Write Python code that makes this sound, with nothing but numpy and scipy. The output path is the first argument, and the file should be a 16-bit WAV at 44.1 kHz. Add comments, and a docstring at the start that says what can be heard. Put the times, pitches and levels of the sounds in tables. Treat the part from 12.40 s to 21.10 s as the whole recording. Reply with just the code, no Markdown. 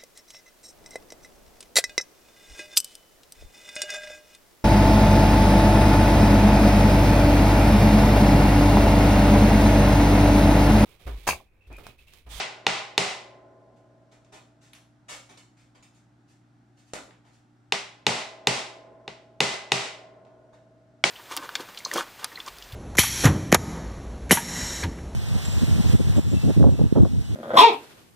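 """In a quiet, hard-walled workroom, a small steel hand tool taps a cracked glass plate on a steel bench.
Each tap is a short glassy crack with a thud, an echo from the walls and a faint, long ring of the bench.
Between two runs of taps the tool scrapes, knocks and slips as a gloved hand shifts it.
Ventilation and mains hum lie underneath, and a limiter turns the hardest taps down."""
import sys
import numpy as np
from scipy import signal
from scipy.fft import rfft, irfft, next_fast_len
from scipy.io import wavfile
from scipy.ndimage import uniform_filter1d, minimum_filter1d

SR = 44100
rng = np.random.default_rng(int(sys.argv[2]) if len(sys.argv) > 2 else 0)


def waveform_to_disk(signal):
    """Save audio, clipped to [-1, 1], as 16-bit WAV at the path in sys.argv[1]."""
    frames = np.transpose(np.atleast_2d(signal))
    scaled = np.clip(frames, -1, 1) * 32767
    samples = np.round(scaled).astype(np.int16)
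    wavfile.write(sys.argv[1], SR, samples)


N = 383665


def from_db(db):
    """Turn decibels into a number to multiply a sound by."""
    return 10 ** (np.asarray(db) / 20)


def seconds(length):
    """The time of every sample in a sound this many seconds long."""
    return np.arange(int(length * SR)) / SR


def at_hz(points, hz):
    """Read between the rows of a table, giving every octave equal space."""
    known_hz, values = np.transpose(points)
    return np.interp(np.log(np.maximum(hz, 1)), np.log(known_hz), values)


def keep_only(x, kind, hz, order=2):
    """Keep the "low" or the "high" part of a sound and fade out the rest."""
    return signal.sosfilt(signal.butter(order, hz, kind, fs=SR, output="sos"), x)


def add(out, sound, start_s):
    """Mix a sound in, dropping what falls outside the scene."""
    start = int(round(start_s * SR))
    first, last = np.clip([start, start + sound.shape[-1]], 0, N)
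    out[:, first:last] += sound[..., first - start:last - start]


# Sound arriving from all around. Each row: frequency in Hz, how alike left and right are (1 is the same).
LIKENESS = [(100, 0.74), (350, 0.8), (700, 0.4), (1400, 0.2), (2800, .45), (5000, 0.5), (9000, -.1),
            (14000, 0)]
def surrounding_noise(colour, size):
    """The spectrum of stereo noise whose two sides are most alike in the bass."""
    hz = np.fft.rfftfreq(size, 1 / SR)
    mid, side = rfft(rng.standard_normal((2, size)))
    alike = at_hz(LIKENESS, hz)
    pair = np.sqrt((1 + alike) / 2) * mid + np.sqrt((1 - alike) / 2) * side * [[1], [-1]]
    return hz, pair * from_db(at_hz(colour, hz))


def tail(colour, fade_times, size, build_s):
    """Many echoes or tones blur into noise that builds up, then fades at its own speed in each band."""
    hz, noise = surrounding_noise(colour, size)
    t, out = np.arange(size) / SR, 0
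    build_up = 1 - np.exp(-(t / build_s) ** 2)
    edges_hz = np.geomspace(25, 16000, 20)
    for low, high in zip(edges_hz, edges_hz[1:]):
        band = irfft(noise * ((hz >= low) & (hz < high)), size)
        envelope = from_db(-60 * t / at_hz(fade_times, np.sqrt(low * high))) * build_up
        out = out + band * envelope / np.linalg.norm(envelope)
    return out


def ring(tones, t, spread_db, rise_cycles):
    """Fading tones, mixed a little differently by every blow; bending waves bring the low ones in last."""
    out = 0
    for hz, db, fade_s in tones:
        level = from_db(db + rng.normal(0, spread_db) - 60 * t / fade_s)
        rise = 1 - np.exp(-(hz * t / rise_cycles) ** 2)
        out = out + level * rise * np.sin(2 * np.pi * hz * t)
    return out


def contact(x, bass_db, treble_db):
    """A heavier contact brings more bass, a harder one more treble."""
    x = x + (from_db(bass_db) - 1) * keep_only(x, "low", hz=600, order=1)
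    treble_hz = 4300 if treble_db < 0 else 8600
    return x + (from_db(treble_db) - 1) * keep_only(x, "high", treble_hz, order=1)


# The tones of glass and tool at pitch 1. Each row: frequency in Hz, level in dB, seconds to fade by 60 dB.
GLASS_TONES = [(167, -40.8, 0.0169), (438, -17.9, 0.0547), (633, -21.4, 0.0305), (800, -7.0, 0.0184),
               (1114, -19.3, 0.0083), (1334, -17.9, 0.0107), (1983, -12.2, 0.0202), (2646, -13.3, 0.0105),
               (2831, -3.1, 0.0143), (3697, -4.9, 0.0099), (3985, -7.4, 0.0103), (5052, -10.9, 0.0127),
               (6326, -8.9, 0.0071), (6881, -21.4, 0.0075), (8145, -22.5, 0.0091), (9600, -20.1, 0.0037),
               (13296, -45.7, 0.0029)]
def glass_crack(pitch, bounce_s=.00088):
    """The plate rings, hushed at once by hand and bench; the bench top throws its sound back."""
    t = seconds(.05)
    plate = ring(GLASS_TONES, t * pitch, spread_db=1.2, rise_cycles=.4)
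    plate = keep_only(plate, "high", hz=90)
    bounce = np.interp(t - bounce_s, t, plate, left=0)
    mid = from_db(-9) * plate + bounce
    side = from_db(-13) * keep_only(mid, "high", hz=6500)   # left and right differ in the treble
    return mid + side * [[-1], [1]]


# Taps on the glass. Each row: start in seconds, force in dB, bass in dB, treble in dB.
TAPS = [(-.085, 8, -6.5, -6), (.2660, 7.5, -5, -9), (0.5781, 6.5, 0.5, 1.5), (5.3220, -2, -6.5, -3),
        (5.6660, 7, 2, 1.5), (6.0709, 5.5, 3.5, 4.5), (6.678, -19, 3.5, -21.5), (7.0043, 7, 2.5, 2.5),
        (7.3188, 6.5, -1, 1), (8.639, 1.5, -7, 2)]
# The room's echo of a tap. Each row: frequency in Hz, relative level in dB.
ROOM_COLOUR = [(30, -13), (85, -0.5), (120, 8.5), (300, 9.5), (560, 14), (820, 15.5), (1250, 11), (1720, 9),
               (2000, 13.5), (2900, 11.5), (4500, 9), (7800, 3), (10400, -8.5), (11800, -25.5),
               (14500, -28.5)]
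# How long that echo lasts. Each row: frequency in Hz, seconds to fade by 60 dB.
ROOM_FADE = [(100, 0.28), (400, 0.35), (1000, .48), (3000, 0.48), (7000, 0.41), (14000, 0.36)]
# The shimmer of the bench's many weak tones. Each row: frequency in Hz, relative level in dB.
SHIMMER_COLOUR = [(100, -28.5), (350, -3.5), (700, 1), (1200, -7), (2200, -11), (4000, -33.5),
                  (9000, -50.5)]
# How long that shimmer lasts. Each row: frequency in Hz, seconds to fade by 60 dB.
SHIMMER_FADE = [(300, 4.9), (1000, 1.9), (2500, 1.1), (8000, 0.67)]
# Plate and bench together, from thud and glassy ring to the long hum of sheet steel.
# Each row: frequency in Hz, relative level in dB, seconds to fade by 60 dB.
BENCH_TONES = [(53, -49, 0.27), (106, -35, 0.099), (128, -33.5, 0.22), (178, -36.5, 0.23),
               (230.9, -36, 0.23), (398.7, -34.5, 0.38), (754, -38, 0.49), (797, -38, 0.46),
               (857, -42, 0.45), (1943, -41.5, 0.3295), (2020, -42.5, 0.62), (2571, -46, .33),
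               (2780, -39, .35), (3700, -44.5, 0.32), (370.9, -67, 3.8), (395, -67, 3.5), (442, -67, 1.6),
               (485, -68.5, 1), (548, -67, 2.6), (577, -69.5, 4.9), (614, -66.5, 5.3), (636, -66, 5.5),
               (654, -62.5, 5.8), (734, -69, 2.3), (835, -62, 2.9), (1035, -65.5, 3), (1052, -68, 2.8),
               (1453, -77.5, 3.9), (2131, -68, 1.2)]
def taps(fresh_share=.64, room_db=3.5, bench_db=1):
    """Each tap sounds the glass, shakes the bench and fills the room; echoes change as the tool moves."""
    out, t = np.zeros((2, N)), seconds(3)
    shared_echo = tail(ROOM_COLOUR, ROOM_FADE, size=32768, build_s=.0051)
    for start_s, force_db, bass_db, treble_db in TAPS:
        crack = glass_crack(pitch=.8 if start_s > 8 else 1)   # the tool moves to a lower-sounding spot
        fresh_echo = tail(ROOM_COLOUR, ROOM_FADE, size=32768, build_s=.0048)
        echo = np.sqrt(1 - fresh_share) * shared_echo + np.sqrt(fresh_share) * fresh_echo
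        shimmer = tail(SHIMMER_COLOUR, SHIMMER_FADE, size=98304, build_s=.0075)
        bench = ring(BENCH_TONES, t, spread_db=3, rise_cycles=.93)
        for part in (crack, from_db(room_db) * echo, shimmer, from_db(bench_db) * bench):
            add(out, from_db(force_db) * contact(part, bass_db, treble_db), start_s)
    return out


# The rush of air. Each row: frequency in Hz, relative level in dB.
AIR_COLOUR = [(25, -23), (55, -9), (80, -10.5), (130, -1), (180, -3), (260, -3), (340, -7.5), (460, -19.5),
              (800, -9), (1000, -19), (1400, -15), (2400, -26.5), (8000, -35), (15500, -55)]
def ventilation(level_db=-64.5):
    """Moving air makes a soft, steady, low noise."""
    _, spectrum = surrounding_noise(AIR_COLOUR, next_fast_len(N + 2, True))
    air = irfft(spectrum)[:, :N]
    return from_db(level_db) * air / air.std()


# The low tones of the hum. Each row: frequency in Hz, average (rms) level in dB.
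HUM_TONES = [(59.3, -80.5), (118.6, -63.5), (178, -83), (236.9, -74), (296.1, -69), (355.3, -81.5)]
# The high tones of the whine. Each row: frequency in Hz, average (rms) level in dB.
WHINE_TONES = [(5739, -97), (8463, -107), (10562, -109)]
def mains_hum():
    """Mains electricity makes a steady hum with a thin whine above it."""
    t = np.arange(N) / SR
    return sum(np.sqrt(2) * from_db(db) * np.sin(2 * np.pi * (hz * t + rng.random()))
               for hz, db in [*HUM_TONES, *WHINE_TONES])


# Steel sliding on glass. Each row: frequency in Hz, relative level in dB.
RUB_COLOUR = [(50, 4), (150, 5), (400, 12.5), (800, 14.5), (1500, 13.5), (3200, 11.5), (5000, 7),
              (7300, 7.5), (9000, -1.5), (10700, -5), (12000, -15), (15000, -20)]
def rub(echo, length_s, bass_db, treble_db, attack_s=.0055, direct_db=-5):
    """A spray of tiny contacts swells and fades; each one ticks on the spot and echoes in the room."""
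    t = seconds(.15)
    envelope = (1 - np.exp(-t / attack_s)) * np.exp(-(t / length_s) ** 2)
    grains = rng.standard_normal(len(t)) * envelope
    grains *= from_db(6 * rng.standard_normal(len(t)))   # some catch harder than others
    grains /= np.linalg.norm(grains)
    tick = tail(RUB_COLOUR, fade_times=[(100, .01), (10000, .026)], size=24576, build_s=.0013)
    rubbing = signal.fftconvolve(echo + from_db(direct_db) * tick, grains[None], axes=1)
    return contact(rubbing, bass_db, treble_db)


# Drags of the tool. Each row: start in seconds, level in dB, length in seconds, bass in dB.
SCRAPES = [(1.357, -49.5, 0.022, -6), (1.711, -39, .023, 13), (1.919, -27.5, 0.039, 12),
           (2.207, -34, 0.072, -14), (2.681, -14, 0.058, -1), (2.888, -30.5, 0.019, 10),
           (2.969, -29, 0.01, -17), (3.164, -38.5, 0.061, -5), (3.345, -42, 0.012, 18.5),
           (3.423, -33.5, 0.0071, -5), (4.841, -43.5, .05, 16), (8.124, -47, 0.023, 21)]
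def scrapes(echo):
    """The tool is dragged a little way over glass and steel; a heavier drag has more bass."""
    out = np.zeros((2, N))
    for start_s, db, length_s, bass_db in SCRAPES:
        add(out, from_db(db) * rub(echo, length_s, bass_db, treble_db=7), start_s)
    return out


# Light knocks of the tool. Each row: start in seconds, level in dB, bass in dB, treble in dB.
KNOCKS = [(1.846, -43.5, 11, -9), (2.332, -30, -27, 9.5), (4.534, -19.5, 14, 8.5), (4.707, -37.5, -10, -17),
          (7.849, -47, 21, -22)]
def knocks(echo, knock_s=.0002, skid_s=.0061, skid_after_s=.014, skid_db=-4.5):
    """The tool knocks once as it is put down or turned, then its tip skids on more softly."""
    out = np.zeros((2, N))
    for start_s, db, bass_db, treble_db in KNOCKS:
        knock = rub(echo, knock_s, bass_db, treble_db, attack_s=knock_s, direct_db=-.5)
        add(out, from_db(db) * knock, start_s)
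        skid = rub(echo, skid_s, bass_db, treble_db)
        add(out, from_db(db + skid_db) * skid, start_s + skid_after_s)
    return out


def slips(echo, from_s=3.5, until_s=5.1, per_second=2.8, level_db=-43, spread_db=1.5):
    """The tool slips in the glove as the grip shifts: faint, thin scrapes at uneven times."""
    out = np.zeros((2, N))
    starts = np.arange(from_s, until_s, 1 / per_second)
    for start_s, (late, louder) in zip(starts, rng.uniform(-1, 1, (len(starts), 2))):
        slip = rub(echo, length_s=.044, bass_db=0, treble_db=11.5, attack_s=.022)
        add(out, from_db(level_db + spread_db * louder) * slip, start_s + .5 * late / per_second)
    return out


# How long the echo of the handled tool lasts. Each row: frequency in Hz, seconds to fade by 60 dB.
RUB_FADE = [(200, 0.56), (2000, 0.39), (7000, 0.38), (14000, 0.36)]
def handling():
    """Scrapes, knocks and slips all share one echo from the walls."""
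    echo = tail(RUB_COLOUR, RUB_FADE, size=24576, build_s=.0051)
    return scrapes(echo) + knocks(echo) + slips(echo)


def scene():
    """Taps and the handled tool over the quiet sounds of the room."""
    return taps() + ventilation() + mains_hum() + handling()


def limiter(x, ceiling_db=-.4, release_db_per_s=65):
    """The volume drops just before a loud peak and creeps back, holding up the start of the echo."""
    peak_db = 20 * np.log10(np.abs(x).max(axis=0) + 1e-9)
    over_db = np.maximum(peak_db - ceiling_db, 0)
    recovery_db = release_db_per_s * np.arange(N) / SR
    gain_db = recovery_db - np.maximum.accumulate(over_db + recovery_db)
    early_gain_db = minimum_filter1d(gain_db, size=133)
    return x * from_db(uniform_filter1d(early_gain_db, size=67))


def record(dry, cutoff_hz=15700):
    """Turn down the loudest peaks, then cut off the very highest treble."""
    top_cut = signal.ellip(10, .1, 80, cutoff_hz, fs=SR, output="sos")
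    return signal.sosfilt(top_cut, limiter(dry))


dry = scene()
out = record(dry)
waveform_to_disk(out)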